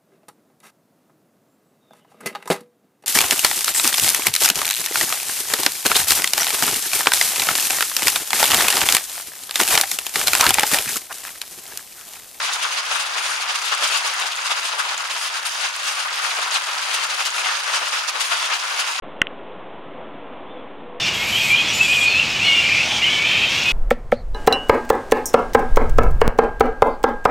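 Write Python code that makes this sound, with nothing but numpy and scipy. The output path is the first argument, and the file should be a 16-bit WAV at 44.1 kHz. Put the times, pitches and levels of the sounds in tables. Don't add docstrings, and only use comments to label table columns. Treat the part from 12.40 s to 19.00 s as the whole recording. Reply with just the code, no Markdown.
import sys
import numpy as np
from scipy.fft import rfft, irfft, next_fast_len
from scipy.io import wavfile
from scipy.ndimage import map_coordinates

SR = 44100
rng = np.random.default_rng(int(sys.argv[2]) if len(sys.argv) > 2 else 0)


def generate_wav(sig):
    pcm = np.round(np.clip(np.atleast_2d(sig).T, -1, 1) * 32767).astype(np.int16)
    wavfile.write(sys.argv[1], SR, pcm)


N = 291043


def amp(db):
    return 10 ** (np.asarray(db) / 20)


def unit(x):
    return x / np.sqrt(np.mean(x ** 2) + 1e-20)


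def along(points, hz):
    point_hz, values = np.transpose(points)
    return np.interp(np.log(hz + 1), np.log(point_hz), values)


def wobble(knots_per_s):
    knots = rng.standard_normal(int(N * knots_per_s / SR) + 4)
    return map_coordinates(knots, [np.arange(N) * knots_per_s / SR])


def filtered(x, response):
    n = x.shape[-1]
    padded = next_fast_len(n + SR // 20)
    return irfft(rfft(x, padded) * response(np.fft.rfftfreq(padded, 1 / SR)), padded)[..., :n]


def add(track, start, sound):
    lo, hi = max(start, 0), min(start + sound.shape[1], N)
    if hi > lo:
        track[:, lo:hi] += sound[:, lo - start:hi - start]


def sides(left_minus_right_db):
    return amp(np.array([[left_minus_right_db], [-left_minus_right_db]]) / 2)


def impacts(pings_per_s, size_db, blur, decay_cycles, ping_samples=256):
    count = int(2 * pings_per_s * N / SR)
    when, side, pitch, size = rng.random((count, 4)).T
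    hz = 500 * 32 ** pitch[:, None]
    cycles = hz * np.arange(ping_samples) / SR
    height = hz * amp(size_db * size[:, None])
    pings = height * np.exp(-cycles / decay_cycles) * np.sin(2 * np.pi * cycles)
    start = (when * (N - ping_samples)).astype(int) + N * (side > .5)
    places = start[:, None] + np.arange(ping_samples)
    streams = np.bincount(places.ravel(), pings.ravel(), 2 * N).reshape(2, N)
    return unit(unit(streams - streams.mean()) + blur * rng.standard_normal((2, N)))


# frequency in Hz, correlation 0-1.
PORT_LIKENESS = [(60, .3), (180, 0.65), (700, 0.97), (1100, 0.64), (1550, 0), (2100, 0.41), (7000, 0.4),
                 (15000, 0.5)]


def at_ports(pair, colour):
    def mid_and_side(hz):
        alike = np.clip(along(PORT_LIKENESS, hz), 0, 1)
        side_gain = np.sqrt((1 - alike) / (1 + alike))
        return unit(amp(along(colour, hz))) * np.array([np.ones_like(hz), side_gain])

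    mid, side = filtered(pair, mid_and_side)
    return np.array([mid + side, mid - side])


# middle in seconds, spread in seconds, level in dB before gain_db,
# brightness in dB per octave, left minus right in dB.
LOUD_SPATTERS = [(0.031, 0.015, -23.5, 2.5, 2), (0.076, 0.012, -24.0, -0.5, 0),
                 (0.137, 0.0077, -21.5, 3, -2), (0.239, 0.025, -23.5, -1.5, 3.5),
                 (0.33, 0.011, -24.5, 2.5, -1), (0.387, 0.013, -21, -0.5, -3),
                 (0.516, 0.015, -23.5, 0.5, 0.5), (0.56, 0.012, -21.5, 0.5, 7),
                 (0.615, 0.014, -23.5, 0.5, -1), (0.759, 0.029, -29.5, -3, 4), (0.847, 0.023, -27, 2, 2),
                 (0.931, 0.027, -24.5, 1, 1), (1.1, 0.013, -19, -2, -0.5), (1.159, 0.0078, -22.5, 1.5, -3),
                 (1.266, 0.02, -23, 2.5, 6), (1.336, 0.012, -21.0, -2, 4.5), (1.45, 0.022, -16.5, 0.5, 0),
                 (1.517, 0.0092, -24, -3.5, 2), (1.552, 0.014, -18, 0.5, 4.5), (1.595, 0.013, -27, 0.5, -4),
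                 (1.683, 0.025, -21.5, -0.5, 1), (1.82, 0.013, -20.5, -1.5, 0.5),
                 (1.872, 0.0061, -23.5, 2.5, 5), (2.066, 0.0087, -20, 2.5, 0),
                 (2.118, 0.0093, -19.5, -0.5, 0.5), (2.174, 0.011, -22.5, 0.5, 0),
                 (2.272, 0.02, -25.5, 3, 1), (2.352, 0.019, -32.5, -6, -1), (2.397, 0.0072, -21.5, 0, 6),
                 (2.49, 0.026, -27, -3, -1), (2.599, 0.013, -29, 0.5, 2), (2.732, 0.02, -28, -0.5, 2),
                 (2.834, 0.023, -25.5, 4, 2), (2.952, 0.016, -25.5, 0, 0), (3.067, 0.0085, -23, 3, 4),
                 (3.13, 0.021, -28, 4, -3), (3.219, 0.012, -24, 0.5, 7), (3.262, 0.012, -21.5, 0.0, -1),
                 (3.481, 0.026, -22, 2, 1), (3.591, 0.028, -24.5, 0.0, 0.5), (3.853, 0.021, -21.5, 0.5, 4),
                 (3.913, 0.018, -30, 0.5, 0), (4.021, 0.016, -26, -0.5, 1.5), (4.12, 0.0054, -23, -2, 3),
                 (4.157, 0.012, -19, 1.5, 1), (4.495, 0.027, -26, -0.5, 5), (4.554, 0.0079, -24.5, 1.0, -2),
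                 (4.623, 0.018, -26, -1, 8), (4.717, 0.015, -24, -1.5, 4), (4.805, 0.018, -22.5, -1.0, 2),
                 (4.864, 0.0068, -20, 0.5, 3), (4.981, 0.023, -24.5, 0, 2.5),
                 (5.077, 0.017, -23, -2.5, 6.5), (5.132, 0.035, -27, -2.5, -8),
                 (5.296, 0.025, -22.5, -2, 4), (5.362, 0.011, -20, 1, -1), (5.435, 0.012, -26.5, -4.5, -2),
                 (5.476, 0.013, -21.5, -0.5, 2), (5.531, 0.007, -21.5, -1.0, -1),
                 (5.587, 0.02, -20.5, 0, -1.5), (5.688, 0.0077, -22, 1, -9), (5.76, 0.013, -25.5, -3.5, 4),
                 (5.817, 0.0096, -19, 1, 3), (5.861, 0.019, -30.5, 5.5, 3), (5.924, 0.01, -23, 0.5, 8),
                 (5.97, 0.024, -21.5, -0.5, -2.5), (6.056, 0.014, -21.5, -0.5, -2),
                 (6.14, 0.017, -19.5, -2, 2), (6.309, 0.011, -24.5, -0.5, 2), (6.389, 0.014, -22.5, 0.5, 1),
                 (6.429, 0.019, -26.5, -2, -1), (6.503, 0.023, -29, 2.5, -1)]
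# frequency in Hz, relative density in dB per Hz.
SPATTER_SPECTRUM = [(110, -53.5), (200, -43.5), (300, -26.5), (600, -9), (950, -2.5), (1300, 1), (1900, -4),
                    (2750, -0.24), (4300, -4.5), (6500, -6.5), (7700, -12), (9200, -9), (11000, -16.5),
                    (12300, -24.5), (15500, -31)]
SWELL_STEEPNESS = 2.14


def spatters(rows, pivot_hz=3000, gain_db=-4.5, own_colour_db=2.0, spray_hz=6500, spray_db=2.5,
             dull_hz=1900, dull_db=2.0, band_count=40):
    chips = at_ports(impacts(pings_per_s=1600, size_db=4.0, blur=2.58, decay_cycles=1.68), SPATTER_SPECTRUM)
    dull = filtered(chips, lambda hz: 1 / (1 + (hz / dull_hz) ** 6))
    spray = filtered(chips, lambda hz: 1 / (1 + (spray_hz / (hz + 1)) ** 6))
    spray_gain = amp(spray_db * wobble(70) - 2.5)
    dull_gain = amp(dull_db * wobble(50) - 1.0)
    chips = chips + spray * (spray_gain - 1) + dull * (dull_gain - 1)

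    bands_hz = np.geomspace(600, 14000, band_count)
    out = np.zeros((2, N))
    for middle_s, spread_s, db, bright, pan_db in rows:
        first = max(int((middle_s - 7 * spread_s) * SR), 0)
        last = min(int((middle_s + 7 * spread_s) * SR), N)
        span = np.arange(first, last)
        swell = np.exp(-np.abs((span / SR - middle_s) / (2 * spread_s)) ** SWELL_STEEPNESS)
        ripple = np.column_stack([bands_hz, own_colour_db * rng.standard_normal(band_count)])

        def tilt(hz):
            octaves = np.log2(np.clip(hz, 600, 11000) / pivot_hz)
            return amp(along(ripple, hz) + bright * octaves)

        clump = filtered(chips[:, span] * swell, tilt)
        add(out, span[0], amp(db + gain_db) * sides(pan_db) * clump)
    return out


# time in seconds, level in dB before each layer's offset.
STORM_LEVEL = [(0.0, -25.5), (1.15, -25), (1.55, -24.5), (1.86, -25), (3.57, -27), (3.96, -23.5),
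               (5.44, -25), (5.67, -27.5), (5.93, -24.5), (6.55, -25)]


def storm_db(s):
    return np.interp(s, *np.transpose(STORM_LEVEL))


def lesser_spatters(count=84, offset_db=-2.5, scatter_db=1, spread_s=0.0066, tilt_db_per_octave=1.9, pan_db=2.5):
    when_s = (np.arange(count) + rng.random(count)) / count * N / SR
    length, size, bright, pan = rng.standard_normal((count, 4)).T
    level_db = storm_db(when_s) + offset_db + scatter_db * size
    return np.column_stack([when_s, spread_s * 2 ** (length / 2), level_db,
                            tilt_db_per_octave * bright, pan_db * pan])


# frequency in Hz, relative density in dB per Hz.
STRIKE_SPECTRUM = [(120, -21), (600, -4.5), (10000, -6.5), (12300, -10.5)]


def strikes(rows, sharpness, crack_t60_s, scatter_t60_s, scatter_db):
    t = np.arange(SR // 10) / SR
    decay = amp(-60 * t / crack_t60_s) + amp(scatter_db - 60 * t / scatter_t60_s)
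    out = np.zeros((2, N))
    for start_s, db, pitch_hz in rows:
        def ring(hz):
            damping = 1j * hz * pitch_hz
            return (damping / (sharpness * (pitch_hz ** 2 - hz ** 2) + damping)) ** 2

        crack = filtered(decay * rng.standard_normal((2, len(t))), ring)
        add(out, round(start_s * SR), amp(db) * crack / np.abs(crack).max())
    return at_ports(out, STRIKE_SPECTRUM)


def small_stones(level_db, spread_db, low_hz, high_hz, count):
    when, size, pitch = rng.random((count, 3)).T
    pitch_hz = low_hz * (high_hz / low_hz) ** pitch
    return np.column_stack([when * N / SR, level_db + spread_db * size ** 2, pitch_hz])


# start in seconds, peak in dB before port colouring, pitch in Hz.
LOUD_TICKS = [(0.1346, -15, 6200), (0.7801, -22, 6550), (1.0226, -28, 6410), (1.349, -16, 8900),
              (1.4755, -17, 6600), (1.677, -16, 6400), (1.7988, -17, 9280), (1.9624, -20, 6800),
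              (2.578, -17, 6700), (2.7784, -29, 6490), (3.3633, -17, 8900), (3.7589, -20, 8860),
              (4.1106, -20, 6010), (4.5624, -27, 6120), (4.6364, -24, 6850), (4.9048, -20.5, 6660),
              (5.5305, -20, 6200), (5.6885, -24, 6420)]


def ticks():
    small = small_stones(level_db=-30.5, spread_db=7, low_hz=6500, high_hz=9700, count=50)
    return strikes(np.vstack([LOUD_TICKS, small]), sharpness=2.2,
                   crack_t60_s=.005, scatter_t60_s=.045, scatter_db=-9)


# start in seconds, peak in dB before port colouring and gain_db, pitch in Hz.
LOUD_KNOCKS = [(0.249, -13, 1240), (0.554, -14, 1380), (0.754, -16, 1370), (1.647, -18, 990),
               (1.735, -14, 1610), (1.989, -17.5, 1340), (2.395, -13, 1280), (2.599, -17.5, 1150),
               (2.954, -15.5, 1380), (3.649, -16, 1330), (3.854, -22, 1230), (4.059, -16, 1120),
               (5.088, -15, 1380), (5.36, -14, 1290)]


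def knocks(gain_db=-6.0):
    small = small_stones(level_db=-22.5, spread_db=7.5, low_hz=1050, high_hz=3300, count=70)
    return amp(gain_db) * strikes(np.vstack([LOUD_KNOCKS, small]), sharpness=1.9,
                                  crack_t60_s=0.091, scatter_t60_s=0.2, scatter_db=5)


# frequency in Hz, relative density in dB per Hz.
WASH_SPECTRUM = [(110, -54), (200, -40), (300, -25), (600, -11.5), (950, -2.5), (1300, -0.5), (1900, -5),
                 (2750, -3.5), (4300, -8), (6500, -11), (7700, -16.5), (9200, -14.5), (11000, -20.5),
                 (12300, -29), (15500, -32.5)]


def wash(offset_db=-1.5, patter_db=1.3, fizz_db=1.3, split_hz=1900):
    stones = at_ports(impacts(pings_per_s=1100, size_db=2.5, blur=1, decay_cycles=1.5), WASH_SPECTRUM)
    patter = filtered(stones, lambda hz: 1 / (1 + (hz / split_hz) ** 4))
    fizz = stones - patter
    flutter = patter * amp(patter_db * wobble(65)) + fizz * amp(fizz_db * wobble(68))
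    return amp(storm_db(np.arange(N) / SR) + offset_db) * unit(flutter)


def scene():
    near = spatters(np.vstack([LOUD_SPATTERS, lesser_spatters()]))
    return near + ticks() + knocks() + wash()


# frequency in Hz, left minus right in dB.
PORT_BALANCE = [(300, 0), (500, 6), (800, 5), (1400, 3.5), (2700, 1.5), (4200, 1), (5400, -5), (7500, 0.3),
                (8800, 9.5), (11200, 8), (13000, 5), (15300, -9)]
# centre in Hz, width in Hz, gain in dB.
HOUSING_RESONANCES = [(2660, 110, 1), (4840, 220, 3), (6800, 360, 2)]
TOP_HZ = 15750


def record(dry, echo_gain=.5, delay_s=.00202):
    def port_gains(hz):
        balance_db = along(PORT_BALANCE, hz)
        gains = amp(np.array([balance_db, -balance_db]) / 2)
        housing_db = sum(db * np.exp(-((hz - centre) / width) ** 2)
                         for centre, width, db in HOUSING_RESONANCES)
        return amp(housing_db) * gains / np.sqrt(np.mean(gains ** 2, axis=0))

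    left, right = filtered(dry, port_gains)
    mid = (left + right) / 2
    side = filtered((left - right) / 2, lambda hz: 1 + echo_gain * np.exp(-2j * np.pi * hz * delay_s))
    return filtered(np.array([mid + side, mid - side]), lambda hz: hz < TOP_HZ)


dry = scene()
out = record(dry)
generate_wav(out)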